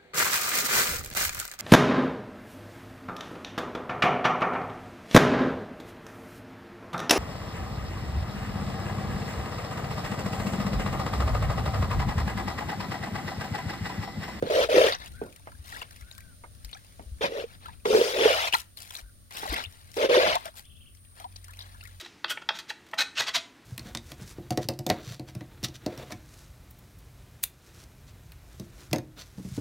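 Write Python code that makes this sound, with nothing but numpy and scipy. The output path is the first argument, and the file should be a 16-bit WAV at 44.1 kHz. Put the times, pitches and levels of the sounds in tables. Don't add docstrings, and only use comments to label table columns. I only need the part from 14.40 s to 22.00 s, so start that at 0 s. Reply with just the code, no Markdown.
import sys
import numpy as np
from scipy import signal
from scipy.fft import rfft, irfft, next_fast_len
from scipy.io import wavfile
from scipy.ndimage import uniform_filter1d, map_coordinates

SR = 44100
rng = np.random.default_rng(int(sys.argv[2]) if len(sys.argv) > 2 else 0)


def generate_wav(sig):
    pcm = np.round(np.clip(np.atleast_2d(sig).T, -1, 1) * 32767).astype(np.int16)
    wavfile.write(sys.argv[1], SR, pcm)


N = 335139
TIME = np.arange(N) / SR
LET_GO_S = 0.11

# (time [s], tightening [s], sliding [s], croak level [dB], rasp level [dB], hiss level [dB],
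#  tight pitch [Hz], sliding pitch [Hz])
LINE_TUGS = [(0.098, 0.096, 0.051, -19.5, -27.5, -39.5, 520, 540),
             (0.292, 0.083, 0.12, -17, -24.5, -36.5, 487, 541),
             (2.808, 0.018, 0.035, -29.5, -28, -48.5, 520, 560),
             (2.882, 0.1, 0.043, -33, -40.5, -52.5, 486, 508),
             (3.453, 0.11, 0.16, -20, -29.5, -35.5, 468.5, 465),
             (3.732, 0.11, 0.24, -21.5, -24, -36.5, 465, 788),
             (5.564, 0.064, 0.027, -22.5, -28.5, -41.5, 480, 510),
             (5.688, 0.062, 0.2, -17, -22.5, -42.5, 501, 633)]
# (time [s], level [dB], pitch [Hz])
LINE_CATCHES = [(0.071, -24.5, 495), (0.107, -19, 436), (0.29, -17.5, 614), (0.38, -8, 480),
                (0.414, -10, 615), (0.441, -10.5, 485), (2.809, -23.5, 448), (2.921, -25, 441),
                (2.966, -34, 453), (3.039, -25, 465), (3.455, -14.5, 420), (3.503, -11.5, 429),
                (3.547, -6, 432), (3.613, -10, 454), (3.812, -25, 407), (3.855, -5, 451),
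                (3.904, -13.5, 517), (5.696, -8.5, 477), (5.771, -12, 380)]


def croak():
    start, tighten, _, croak_db, _, _, tight_hz, sliding_hz = np.transpose(LINE_TUGS)
    count, glide_s = 2000, 0.15
    scatter, detune, force = rng.standard_normal((3, count))
    s = np.clip((np.arange(count) + 0.368 * scatter) / count, 0, 1) * TIME[-1]
    tug = np.maximum(np.searchsorted(start, s) - 1, 0)
    sliding = np.clip((s - (start + tighten)[tug]) / glide_s, 0, 1)
    pitch = tight_hz[tug] + (sliding_hz - tight_hz)[tug] * sliding
    slips = rings(s, pitch * np.exp(0.1 * detune), amp(2 * force), cycles=1.4)
    slips /= np.sqrt(np.abs(uniform_filter1d(slips ** 2, size=600)) + 1e-9)
    pull = swells(LINE_TUGS, croak_db, depth_db=10, sag_db_per_s=105, release_s=LET_GO_S)
    pull = pull * amp(1.8 * wobble(45))
    s, db, hz = np.transpose(LINE_CATCHES)
    jerks = rings(s, hz, amp(db - 2), cycles=1.7)
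    # (frequency [Hz], gain [dB])
    plank = [(40, -20.5), (150, -1.0), (290, -0.5), (430, -0.5), (670, 3.0), (900, -15), (1500, -9.5)]
    return filtered(pull * slips + jerks, lambda hz: amp(along(plank, hz)))


# (frequency [Hz], gain [dB])
FIBRE_COLOUR = [(25, -33.5), (60, -8.5), (250, -28.5), (700, 1), (1000, -1), (1500, -1), (2100, -1.5),
                (3500, -2), (5000, -12), (6500, -18), (7600, -29.5), (9500, -23.5), (16000, -33.5)]


def rasp():
    grip = amp(0.8 * wobble(200))
    fibres = coloured(crackle(rate=11000, spread_db=6) * grip, FIBRE_COLOUR)
    hiss_colour = [(2000, -19.5), (5000, 9.5), (7600, -2.5), (9500, -2), (12000, -7.0), (16000, -7.0)]
    hiss = coloured(crackle(rate=16000, spread_db=3) * grip, hiss_colour)
    rasp_db, hiss_db = np.transpose(LINE_TUGS)[4:6]
    scrape = swells(LINE_TUGS, rasp_db, depth_db=10, sag_db_per_s=25.5, release_s=LET_GO_S)
    squeeze = swells(LINE_TUGS, hiss_db, depth_db=7, sag_db_per_s=11.5, release_s=LET_GO_S)
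    s, db, _ = np.transpose(LINE_CATCHES)
    snaps = bursts(s, db - 21, t60=0.02)
    return (scrape + snaps) * fibres + squeeze * hiss


# (time [s], ring level [dB], pitch [Hz], clack level relative to the ring [dB])
HULL_KNOCKS = [(0.025, -16, 492, -17.5), (0.815, -22.5, 425, -16.5), (1.073, -56, 514, 19.5),
               (1.419, -46.5, 499, 7), (2.038, -46.5, 510, 6), (2.595, -37, 685, -6.5),
               (2.839, -23.5, 630, -2.5), (3.454, -25, 450, -0.5), (3.529, -17, 439, -6),
               (5.03, -37, 410, 3), (5.123, -28, 314, -18), (5.86, -21.5, 754, -1)]
# (frequency [Hz], gain [dB])
CLACK_COLOUR = [(200, -24.5), (600, 5.5), (1000, 5), (2200, -5.5), (5000, -40), (16000, -40.5)]


def knocks():
    s, db, hz, clack_db = np.transpose(HULL_KNOCKS)
    noise = rng.standard_normal(N)
    clack = bursts(s, db + clack_db, t60=0.081) * coloured(noise, CLACK_COLOUR)
    boom_colour = [(35, -36.0), (90, -3.5), (160, 1.5), (400, 4.5), (650, 1.5), (1100, -19), (4000, -53)]
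    boom = bursts(s, db - 11, t60=0.24) * coloured(noise[::-1], boom_colour)
    return rings(s, hz, amp(db), cycles=1) + clack + boom


# (time [s], swelling [s], draining [s], wash level [dB], spray level [dB])
NET_GUSHES = [(0.02, .06, 0.066, -42.5, -58.5), (0.503, 0.0226, 0.0055, -30, -53.5),
              (0.592, 0.011, 0.074, -49.5, -59.5), (1.24, 0.098, 0.09, -47, -52.5),
              (3.061, 0.041, 0.048, -54, -68), (3.2, 0.041, 0.1, -54, -83),
              (4.122, .012, 0.076, -45, -37.5), (4.371, 0.02, 0.21, -54, -45.5),
              (4.518, 0.054, 0.0293, -49, -46), (4.907, 0.079, 0.13, -40.5, -46),
              (4.98, .15, 0.095, -34.5, -43), (5.53, 0.042, 0.031, -58, -48),
              (5.97, 0.1, 0.013, -44, -54.5), (6.151, 0.027, 0.017, -50.5, -47),
              (6.75, 0.062, .02, -54.5, -63.5), (7.19, 0.017, .06, -60, -70)]
# (time [s], level [dB])
TRICKLE_LEVEL = [(0.7, -61.5), (1.1, -67), (1.55, -60), (2.1, -74), (2.3, -63.5), (2.8, -71.5),
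                 (4.8, -77.5), (5.3, -59.5), (6.4, -75), (6.7, -70.5), (7.2, -60), (7.6, -64)]
# (frequency [Hz], gain [dB])
WASH_COLOUR = [(200, -3.5), (400, -3), (700, 6), (1100, 6.5), (1700, 4), (2400, -1), (4000, 4),
               (6500, -13.5), (16000, -46.5)]
SPRAY_COLOUR = [(200, -31.5), (700, -22.5), (2000, 10), (4000, 12.5), (7000, 8.5), (11000, 9.5), (16000, 4)]


def runoff():
    bubbles = fizz(count=2600, centre_hz=1950, width=0.28, spread_db=3, cycles=3, size=800)
    tiny = fizz(count=2500, centre_hz=8500, width=0.42, spread_db=6, cycles=2.5, size=250)
    wash = coloured(crackle(rate=3000, spread_db=4) * amp(2 * wobble(60)), WASH_COLOUR)
    spray = coloured(crackle(rate=1500, spread_db=11.5), SPRAY_COLOUR)
    wash_db, spray_db = np.transpose(NET_GUSHES)[3:]
    trickle = amp(curve(TRICKLE_LEVEL))
    drain_s = 0.1
    flow = trickle + swells(NET_GUSHES, wash_db, depth_db=10.5, sag_db_per_s=32, release_s=drain_s)
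    mist = swells(NET_GUSHES, spray_db, depth_db=6.5, sag_db_per_s=95.5, release_s=drain_s)
    mist = amp(-3.5) * trickle + mist
    return flow * unit(wash + amp(-6.5) * bubbles) + mist * (spray + amp(-9.5) * tiny)


# (time [s], level [dB], bubble pitch at birth [Hz], spray level relative to the drop [dB])
CLEAR_DROPS = [(0.523, -14, 3600, -33), (0.66, -36, 2770, -11.5), (1.118, -40.5, 1290, -16),
               (1.325, -28.5, 1730, -31.5), (1.363, -29, 1790, -28.5), (1.417, -27.5, 2670, -21.5),
               (1.713, -33.5, 3600, -17.5), (1.78, -37.5, 1280, -9), (2.247, -32, 4940, -11),
               (2.292, -41.5, 2530, -14.5), (2.33, -26.5, 3970, -33.5), (2.348, -36, 1240, -23.5),
               (3.257, -31, 1275, -19.5), (3.283, -33.5, 903, -25), (4.126, -16.5, 2670, -20),
               (4.135, -8.5, 2860, -28), (4.14, -12, 954, -20.5), (4.372, -30, 4000, -13.5),
               (4.507, -40.5, 958, -1.5), (4.552, -25, 3750, -12.5), (4.908, -37, 1910, -14),
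               (4.97, -27, 2460, -11.5), (5.054, -25.5, 748, -32.5), (5.141, -17, 1954, -18.5),
               (5.239, -23.5, 2720, -20), (5.954, -15.5, 651, -17.5), (6.056, -30.5, 620, -9.5),
               (6.8, -37, 720, -11), (6.843, -30, 900, -34), (6.96, -32, 4134, -21.5),
               (7.082, -38, 1353, -14.5), (7.135, -39.5, 2365, -8.5), (7.191, -31.5, 3600, -20.5),
               (7.211, -30.5, 4290, -23.5), (7.41, -36, 2610, -20.5), (7.453, -35, 1824, -16)]


def drops():
    s, db, hz, spray_db = np.vstack([stray_drips(count=130), CLEAR_DROPS]).T
    patter = coloured(crackle(rate=12000, spread_db=4), SPRAY_COLOUR)
    slap = bursts(s, db + spray_db + 7, t60=0.016) * patter
    splash = bursts(s, db - 16, t60=0.032) * coloured(rng.standard_normal(N), WASH_COLOUR)
    main = rings(s, hz, amp(db - 3.5), cycles=2.8, rise=0.014, size=2200)
    late, detune = rng.standard_normal((2, 4, len(s)))
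    cluster_s = (s + 0.012 * np.abs(late)).ravel()
    cluster_hz = (hz * np.exp(0.1 + 0.25 * detune)).ravel()
    cluster = rings(cluster_s, cluster_hz, np.tile(amp(db - 10.5), 4), cycles=3, rise=0.014)
    return slap + splash + main + cluster


def stray_drips(count):
    flow_db = curve(TRICKLE_LEVEL)
    fallen = np.cumsum(np.sqrt(amp(flow_db)))
    s = np.interp((np.arange(count) + rng.random(count)) / count * fallen[-1], fallen, TIME)
    force, detune, wet = rng.standard_normal((3, count)).clip(-2, 2)
    db = np.interp(s, TIME, flow_db) + 12 + 5.5 * force
    return np.column_stack([s, db, 2065 * np.exp(0.45 * detune), -7 + 4 * wet])


# (time [s], level [dB])
HULL_THUMPS = [(1.191, -39), (1.619, -39), (2.238, -36), (2.66, -36.5), (2.716, -31), (4.625, -40.5),
               (5.094, -29.5), (5.263, -38)]


def ripples(count):
    lesser = np.column_stack([rng.random(count) * TIME[-1], -52 + 2 * rng.standard_normal(count)])
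    s, db = np.vstack([lesser, HULL_THUMPS]).T
    return rings(s, 67 * np.exp(0.15 * rng.standard_normal(len(s))), amp(db), cycles=0.8, size=6000)


# (time [s], length [s], level [dB])
FAR_WHISTLES = [(0.73, .13, -57), (1.6, 0.36, -65.5), (4.622, 0.083, -66.5)]


def birds(count):
    song = np.zeros(N)
    flutter = 1 + 0.035 * wobble(600)
    trill_s, every_s, chirp_s, chirp_db = 6.24, 0.054, 0.034, -59
    top_hz, step_hz, chirp_arch_hz = 3400, 55.4, 1009
    calls = [(trill_s + k * every_s, chirp_s, chirp_db, top_hz - k * step_hz, chirp_arch_hz)
             for k in range(count)]
    calls += [(s, length, db, 1590, 282) for s, length, db in FAR_WHISTLES]
    for s, length, db, peak_hz, arch_hz in calls:
        u = np.linspace(0, 1, int(length * SR))
        span = int(s * SR) + np.arange(len(u))
        hz = (peak_hz - arch_hz * (2 * u - 1) ** 2) * flutter[span]
        fade = np.sqrt(np.abs(np.sin(np.pi * u)))
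        song[span] += amp(db) * fade * np.sin(2 * np.pi * np.cumsum(hz) / SR)
    return song


def insects():
    shrill = filtered(rng.standard_normal((2, N)), lambda hz: np.exp(-((hz - 9200) / 750) ** 2))
    return amp(-63 + 1.7 * wobble(5.7)) * unit(shrill)


# (time [s], level [dB])
WIND_LEVEL = [(0, -47), (1, -53), (2.7, -52.5), (3.4, -54.5), (4.5, -60.5), (5.2, -54.5), (7.6, -59)]
# (frequency [Hz], gain [dB])
BUFFET_COLOUR = [(15, -10.5), (35, -21), (55, -5.5), (90, -7.5), (140, -16), (250, -23.5), (600, -42.5),
                 (2000, -109)]


def wind():
    turbulence = rng.standard_normal(N) + 1.6 * rng.standard_normal((2, N))
    gusts = coloured(turbulence * amp(2 * wobble(9)), BUFFET_COLOUR)
    return amp(curve(WIND_LEVEL) + np.array([[2.2], [-2.2]])) * gusts


# (time [s], level [dB])
BREEZE_LEVEL = [(0, -69.5), (2.7, -63.5), (3.4, -67), (4.8, -67), (6.5, -70.5), (7.6, -67)]
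# (frequency [Hz], gain [dB])
LEAF_COLOUR = [(150, -23.5), (300, -2.5), (600, 14), (950, -6.5), (1500, 5), (2200, 0), (4000, 7),
               (7000, 3.5), (16000, -28.5)]


def leaves():
    rustle = coloured(rng.standard_normal((2, N)) * amp(wobble(0.51)), LEAF_COLOUR)
    return amp(curve(BREEZE_LEVEL)) * rustle


def motor():
    turns = np.cumsum(1 + 0.0262 * wobble(6.5)) / SR
    partials = [(47, 0), (91.5, 3.5), (137, -23.5)]  # (mean frequency [Hz], relative level [dB])
    hum = unit(sum(amp(db) * np.sin(2 * np.pi * hz * turns) for hz, db in partials))
    idle_db, loud_db, up_s, rise_s = -59.5, -49.5, 6.72, 0.24
    opening = np.clip((TIME - up_s) / rise_s, 0, 1)
    return amp(idle_db + (loud_db - idle_db) * opening) * hum


# (frequency [Hz], gain [dB])
AIR_COLOUR = [(88, -35), (150, 0), (240, 8), (1020, -31), (1120, -2), (3490, -32), (4410, -48),
              (7620, -30.5), (9260, -20), (11000, -7), (16000, -7)]


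def still_air():
    return amp(-64.5) * coloured(rng.standard_normal((2, N)), AIR_COLOUR)


def banks(x):
    hz, t, z = signal.stft(rng.standard_normal((2, SR // 2)), SR, nperseg=256)
    t60 = along([(200, 0.047), (2000, 0.29), (10000, 0.13)], hz)[:, None]
    tail = signal.istft(z * amp(-60 * t / t60), SR, nperseg=256)[1]
    return signal.fftconvolve(x[None], tail / np.linalg.norm(tail[0]), axes=1)[:, :N]


def placed(x, lag_ms, left_db, scatter_hz, size=1024):
    half, side = size // 2, np.array([[[1]], [[-1]]]) / 2
    pieces = np.lib.stride_tricks.sliding_window_view(np.pad(x, size), size)[::half]
    fade = np.sin(np.pi * np.arange(size) / size)
    hz = np.fft.rfftfreq(2 * size, 1 / SR)
    straight = 1 / (1 + (hz / scatter_hz) ** 2)
    lead = np.exp(2j * np.pi * hz * side * lag_ms / 1000)
    direct = rfft(pieces * fade ** 2, 2 * size) * np.sqrt(straight) * lead
    paths = rng.standard_normal((2, len(pieces), half)) * amp(-60 * TIME[:half] / 0.012)
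    paths = rfft(paths, 2 * size)
    echo = rfft(pieces * fade, 2 * size) * paths / np.abs(paths) * np.sqrt(1 - straight)
    heard = irfft((direct + echo) * amp(side * left_db * hz / (hz + 1500)))
    where = half * np.arange(len(pieces))[:, None] + np.arange(2 * size)
    return np.array([np.bincount(where.ravel(), ear.ravel())[size:size + N] for ear in heard])


def rings(s, hz, gain, cycles, rise=0, size=1400):
    turns = hz[:, None] * np.arange(size) / SR
    age = turns / cycles
    tone = np.sin(2 * np.pi * turns * (1 + rise * np.minimum(age, 10)))
    waves = gain[:, None] * age * np.exp(1 - age) * tone
    where = (np.abs(s) * SR).astype(int)[:, None] + np.arange(size)
    return np.bincount(where.ravel(), waves.ravel(), N)[:N]


def fizz(count, centre_hz, width, spread_db, cycles, size):
    moment = rng.random(count)
    detune, force = rng.standard_normal((2, count)).clip(-2, 2)
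    hz = np.clip(centre_hz * np.exp(width * detune), 300, 15000)
    return unit(rings(moment * TIME[-1], hz, amp(spread_db * force), cycles, rise=0.0078, size=size))


def crackle(rate, spread_db):
    sizes = amp(spread_db * rng.standard_normal(N).clip(-2, 2))
    return (rng.random(N) < rate / SR) * rng.choice([-1, 1], N) * sizes


def bursts(s, db, t60):
    kicks = np.bincount((np.abs(s) * SR).astype(int), amp(db), N)[:N]
    return signal.lfilter([1], [1, -np.exp(-np.log(1000) / (t60 * SR))], kicks)


def swells(rows, db, depth_db, sag_db_per_s, release_s):
    start, rise, hold = np.transpose(rows)[:3, :, None]
    coarse = TIME[::32]
    past = coarse - start - rise
    shape_db = depth_db * np.minimum(past / rise, 0)
    shape_db = shape_db - sag_db_per_s * np.maximum(past, 0)
    shape_db = shape_db - 60 * np.maximum(past - hold, 0) / release_s
    onset = np.clip((coarse - start) / 0.0041, 0, 1)
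    gain = amp(db[:, None] + shape_db) * onset
    return np.interp(TIME, coarse, gain.max(axis=0))


def wobble(rate):
    coarse = TIME[::32]
    knots = rng.standard_normal(8192)
    return np.interp(TIME, coarse, map_coordinates(knots, [coarse * rate], mode="wrap"))


def curve(rows, order=1):
    rows = np.asarray(rows)
    return np.interp(TIME, rows[:, 0], rows[:, order])


def along(points, hz):
    f, v = np.transpose(points)
    return np.interp(np.log(hz + 1), np.log(f), v)


def filtered(x, response):
    m = next_fast_len(N + SR // 2)
    return irfft(rfft(x, m) * response(np.fft.rfftfreq(m, 1 / SR)), m)[..., :N]


def coloured(x, spectrum):
    return unit(filtered(x, lambda hz: amp(along(spectrum, hz))))


def unit(x):
    return x / np.sqrt(np.mean(x ** 2) + 1e-20)


def amp(db):
    return 10 ** (np.asarray(db) / 20)


def scene():
    wood, line, water, song = croak() + knocks(), rasp(), runoff() + drops(), birds(count=5)
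    near = placed(wood, lag_ms=0.3, left_db=-4, scatter_hz=2500)
    near += placed(line, lag_ms=0.33, left_db=6, scatter_hz=2000)
    near += placed(water, lag_ms=0.4, left_db=8, scatter_hz=3500)
    near += amp([[2.5], [-2.5]]) * ripples(count=14)
    answer = banks(amp(-30) * wood + amp(-21) * (line + water) + amp(1) * song)
    background = insects() + wind() + leaves() + motor() + still_air()
    return near + song + answer + background


def record(dry):
    return filtered(dry, lambda hz: hz < 16100)


dry = scene()
out = record(dry)
generate_wav(out)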